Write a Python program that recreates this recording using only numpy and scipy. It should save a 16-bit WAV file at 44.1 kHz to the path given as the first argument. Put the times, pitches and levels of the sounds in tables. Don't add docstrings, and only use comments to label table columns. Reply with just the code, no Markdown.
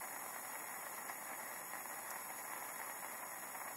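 import sys
import numpy as np
from scipy import signal
from scipy.fft import rfft, irfft
from scipy.io import wavfile

SR = 44100
rng = np.random.default_rng(int(sys.argv[2]) if len(sys.argv) > 2 else 0)


def invert_db(level):
    return 10 ** (np.asarray(level, dtype=float) / 20)


def int16_out(signal):
    q = np.round(np.clip(np.atleast_2d(signal).T, -1, 1) * 32767)
    wavfile.write(sys.argv[1], SR, q.astype(np.int16))


N = 165816
CUT_HZ = 15740


def level(x, rms_db):
    return x * invert_db(rms_db) / np.sqrt(np.mean(x ** 2))


def colour(x, points, shape=()):
    size = 8192
    hz = np.maximum(np.fft.rfftfreq(size, 1 / SR), 1)
    p = np.array(points, float)
    db = np.interp(np.log(hz), np.log(p[:, 0]), p[:, 1])
    db = db - 30 * np.maximum(np.log2(p[0, 0] / hz), 0)
    db = db - 12 * np.maximum(np.log2(hz / p[-1, 0]), 0)
    for centre_hz, width_hz, gain_db in shape:
        db = db + gain_db / (1 + (2 * (hz - centre_hz) / max(width_hz, 10)) ** 2)
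    cepstrum = irfft(np.maximum(db, -90) * np.log(10) / 20)
    fold = np.r_[1, np.full(size // 2 - 1, 2.), 1, np.zeros(size // 2 - 1)]
    impulse = irfft(np.exp(rfft(cepstrum * fold)))
    return signal.fftconvolve(x, impulse)[:N]


def walk(rate_hz):
    low_pass = signal.butter(2, rate_hz, fs=SR, output="sos")
    w = signal.sosfiltfilt(low_pass, rng.standard_normal(N))
    return w / w.std()


def puff(length_s):
    t = np.arange(N // 10) / SR / length_s
    return (1 - np.exp(-8 * t)) * np.exp(-t)


def roar():
    # (frequency [Hz], density [dB per Hz])
    burn_colour = [(120, -47.5), (250, -15), (480, -12.5), (750, -3), (1300, -7), (2150, -7), (2500, -13),
                   (3300, -32)]
    # (frequency [Hz], width [Hz], gain [dB])
    bench_shape = [(405, 40, -6.5), (686, 22, -4.5), (790, 180, 1.5), (1025, 64, 6.5), (1495, 117, -6),
                   (1897, 34, 10), (1870, 34, -4.5), (2350, 40, -18), (2560, 140, -6.5), (2862, 28, -5.5),
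                   (2984, 37, -29.5)]
    # (time [s], pop peak [dB], following swell [dB])
    flares = [(0.162, -27, -56.5), (0.361, -28, -58), (0.518, -37, -60), (0.554, -38, -55.5),
              (0.599, -37.5, -58), (0.742, -35, -62), (0.866, -31.5, -60), (1.084, -44, -60.5),
              (1.094, -37, -62.5), (1.097, -27.5, -57.5), (1.29, -47, -60), (1.313, -35.5, -60.5),
              (1.333, -31.5, -62), (1.734, -32, -58.5), (1.753, -29.5, -61.5), (1.911, -32.5, -60),
              (1.985, -49.5, -62.5), (2.113, -33, -59), (2.158, -33, -62), (2.517, -37.5, -58.5),
              (2.534, -31, -57), (2.561, -35, -60), (2.65, -35, -62), (2.8, -32.5, -58.5),
              (2.815, -26, -57.5), (2.897, -30, -54), (3.045, -31, -57.5), (3.231, -38, -62.5),
              (3.317, -39, -63), (3.55, -33, -59)]
    roar_db, smooth_db = -50.5, -9.5
    puffs_per_s, puff_spread_db, puff_cap_db = 1500, 2, 13
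    flutter_db, flutter_hz, surge_db, surge_hz = 1.36, 43.2, .3, 6
    flare_s, flare_db, loudest_pop_db = .009, -1, -32.5

    when, how_big, which_sign = rng.random((3, N))
    size_db = np.minimum(-puff_spread_db * np.log(1 - how_big), puff_cap_db)
    size = invert_db(size_db) * np.where(which_sign < .5, -1, 1)
    puffs = level((when < puffs_per_s / SR) * size, 0)
    puffs = puffs + invert_db(smooth_db) * rng.standard_normal(N)
    steady = puffs * invert_db(flutter_db * walk(flutter_hz) + surge_db * walk(surge_hz))

    pops, swells = np.zeros(N), np.zeros(N)
    for s, pop_db, swell_db in flares:
        pops[int((s + .001) * SR)] = invert_db(min(pop_db + flare_db, loudest_pop_db))
        swells[int(s * SR)] = invert_db(swell_db)
    burst = signal.fftconvolve(swells, puff(flare_s))[:N] * np.roll(puffs, N // 3)

    click = np.r_[1., np.zeros(N - 1)]
    unit_peak = np.abs(colour(click, burn_colour, bench_shape)).max()
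    flaring = colour(pops + burst, burn_colour, bench_shape) / unit_peak
    return level(colour(steady, burn_colour, bench_shape), roar_db) + flaring


def hiss():
    # (frequency [Hz], density [dB per Hz])
    jet_colour = [(2800, -22.5), (4300, -21.5), (6100, -20.5), (8500, -14), (9600, -8), (12500, -6.5),
                  (14300, -13), (15300, -10)]
    # (frequency [Hz], width [Hz], gain [dB])
    nozzle = [(3373, 110, 8), (3760, 100, 3.5), (4550, 220, 1), (5475, 300, 12), (6783, 330, 18.5),
              (7120, 120, 8), (7486, 170, -12), (7860, 370, 12), (8470, 300, -5), (9690, 250, 5),
              (10280, 300, 5.5), (11350, 350, 8), (12070, 170, -5.5), (13800, 130, -8.5)]
    # (frequency [Hz], width [Hz], gain [dB])
    hand = [(8550, 250, -6), (11220, 500, 3), (14400, 500, -7.5)]
    # (time [s], level [dB], nearness [0-1])
    flow = [
        (0, 1, 0),
        (.6, 1, .1),
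        (1.2, 0, 0.3),
        (1.8, 0.65, .7),
        (2.3, 0.7, 0.99),
        (2.9, 0.82, .9),
        (3.2, -0.1, 0.4),
        (3.76, 0.5, 0.3),
    ]
    hiss_db = -51.5

    t = np.arange(N) / SR
    s, flow_db, nearness = np.array(flow).T
    near = np.clip(np.interp(t, s, nearness), 0, 1)
    gas = rng.standard_normal(N)
    jet = (1 - near) * colour(gas, jet_colour, nozzle) + near * colour(gas, jet_colour, nozzle + hand)
    return level(jet, hiss_db) * invert_db(np.interp(t, s, flow_db))


def room():
    # (frequency [Hz], level [dB rms])
    hum_lines = [
        (132.3, -77.5),
        (117, -82.5),
    ]
    # (frequency [Hz], density [dB per Hz])
    rush_colour = [(110, -26), (190, 0.5), (320, -1.5), (500, -3), (700, -8.5)]
    rush_db, wobble_db, wobble_hz = -65, 0.5, 2.9
    phase_rad, phase_hz = 0.65, 9

    t = np.arange(N) / SR
    hum = np.zeros(N)
    for hz, db in hum_lines:
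        strength = np.sqrt(2) * invert_db(db + wobble_db * walk(wobble_hz))
        hum += strength * np.sin(2 * np.pi * hz * t + phase_rad * walk(phase_hz))
    return hum + level(colour(rng.standard_normal(N), rush_colour), rush_db)


def ticks():
    # (time [s], level [dB], length [s], brightness [0-1])
    tick_events = [
        (0.163, -47, 0.006, 0.35),
        (1.089, -42.5, .009, .2),
        (2.1045, -40, 0.0073, 0.97),
    ]
    # (frequency [Hz], density [dB per Hz])
    tick_colour = [(4200, -17), (5300, 3), (9000, -1), (15000, 1.5)]
    dull_hz = 7660

    grit = level(colour(rng.standard_normal(N), tick_colour), 0)
    dull = signal.sosfilt(signal.butter(4, dull_hz, fs=SR, output="sos"), grit)
    out = np.zeros(N)
    for s, db, length_s, bright in tick_events:
        envelope = invert_db(db) * puff(length_s)
        i = int(s * SR)
        scratch = dull + np.clip(bright, 0, 1) * (grit - dull)
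        out[i:i + len(envelope)] += envelope * scratch[i:i + len(envelope)]
    return out


def scene():
    # (delay [s], level [dB])
    early_echoes = [
        (.0035, -21),
        (.009, -17.5),
        (.016, -14.5),
    ]
    flame = roar()
    echoes = sum(invert_db(db) * np.roll(flame, int(s * SR)) for s, db in early_echoes)
    return (flame + echoes + hiss() + room() + ticks())[None]


def phone(x):
    # (frequency [Hz], step [dB])
    step_points = [(100, -31.5), (400, -26.5), (700, -20), (2500, -20), (4000, -22.5), (5400, -20),
                   (7000, -17.5), (15000, -19.5)]
    fine_s = [.16, 1.088, 1.412, 1.436, 2.063, 2.11, 2.388, 2.597, 2.69, 3.131, 3.271, 3.48]
    fine_db, step_wander_db, rounding, window_bend = -6.5, 1.0, .4054, .04
    hop, grid = 1024, 879

    n, k = np.arange(2 * hop) + .5, np.arange(hop) + .5
    u = np.minimum(n, 2 * hop - n) / hop
    window = np.sin(np.pi / 2 * (u + window_bend * np.sin(2 * np.pi * u)))
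    basis = np.cos(np.pi / hop * np.outer(n + hop / 2, k))
    hz = k * SR / 2 / hop

    lead = 2 * hop - grid
    padded = np.pad(x, (lead, 2 * hop), "reflect")
    starts = np.arange(0, len(padded) - 2 * hop, hop)
    lines = (padded[starts[:, None] + np.arange(2 * hop)] * window) @ basis

    frame_db = step_wander_db * rng.standard_normal(len(starts))
    frame_db[np.round((np.array(fine_s) * SR + lead) / hop - 1).astype(int)] = fine_db
    p = np.array(step_points, float)
    step = invert_db(np.interp(np.log(hz), np.log(p[:, 0]), p[:, 1]) + frame_db[:, None])
    count = np.floor((np.abs(lines) / step) ** (3 / 4) + rounding)
    lines = np.sign(lines) * count ** (4 / 3) * step * (hz < CUT_HZ)

    frames = lines @ basis.T * window * 2 / hop
    first, second = frames[:, :hop].ravel(), frames[:, hop:].ravel()
    out = np.r_[first, np.zeros(hop)] + np.r_[np.zeros(hop), second]
    return out[lead:lead + N]


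def band_limit(x):
    return signal.sosfilt(signal.butter(12, 15970, fs=SR, output="sos"), x)


def record(dry):
    # (frequency [Hz], density [dB per Hz])
    residue_colour = [(8, 24), (40, 15), (100, 13), (2600, 0), (4500, -5), (6500, -5), (15000, -8),
                      (15500, -20)]
    smear_db, smear_hz, low_cut_hz = -26, 200, 95
    residue_db, flicker_db, flicker_hz = -87.5, 4.5, 8.1

    heard = phone(dry[0]) * (1 + invert_db(smear_db) * walk(smear_hz))
    heard = signal.sosfiltfilt(signal.butter(3, low_cut_hz, "high", fs=SR, output="sos"), heard)
    residue = level(colour(rng.standard_normal(N), residue_colour), residue_db)
    heard = heard + invert_db(flicker_db * walk(flicker_hz)) * residue
    spectrum = rfft(heard) * (np.fft.rfftfreq(N, 1 / SR) < CUT_HZ + 50)
    return band_limit(irfft(spectrum, N)[None])


dry = scene()
out = record(dry)
int16_out(out)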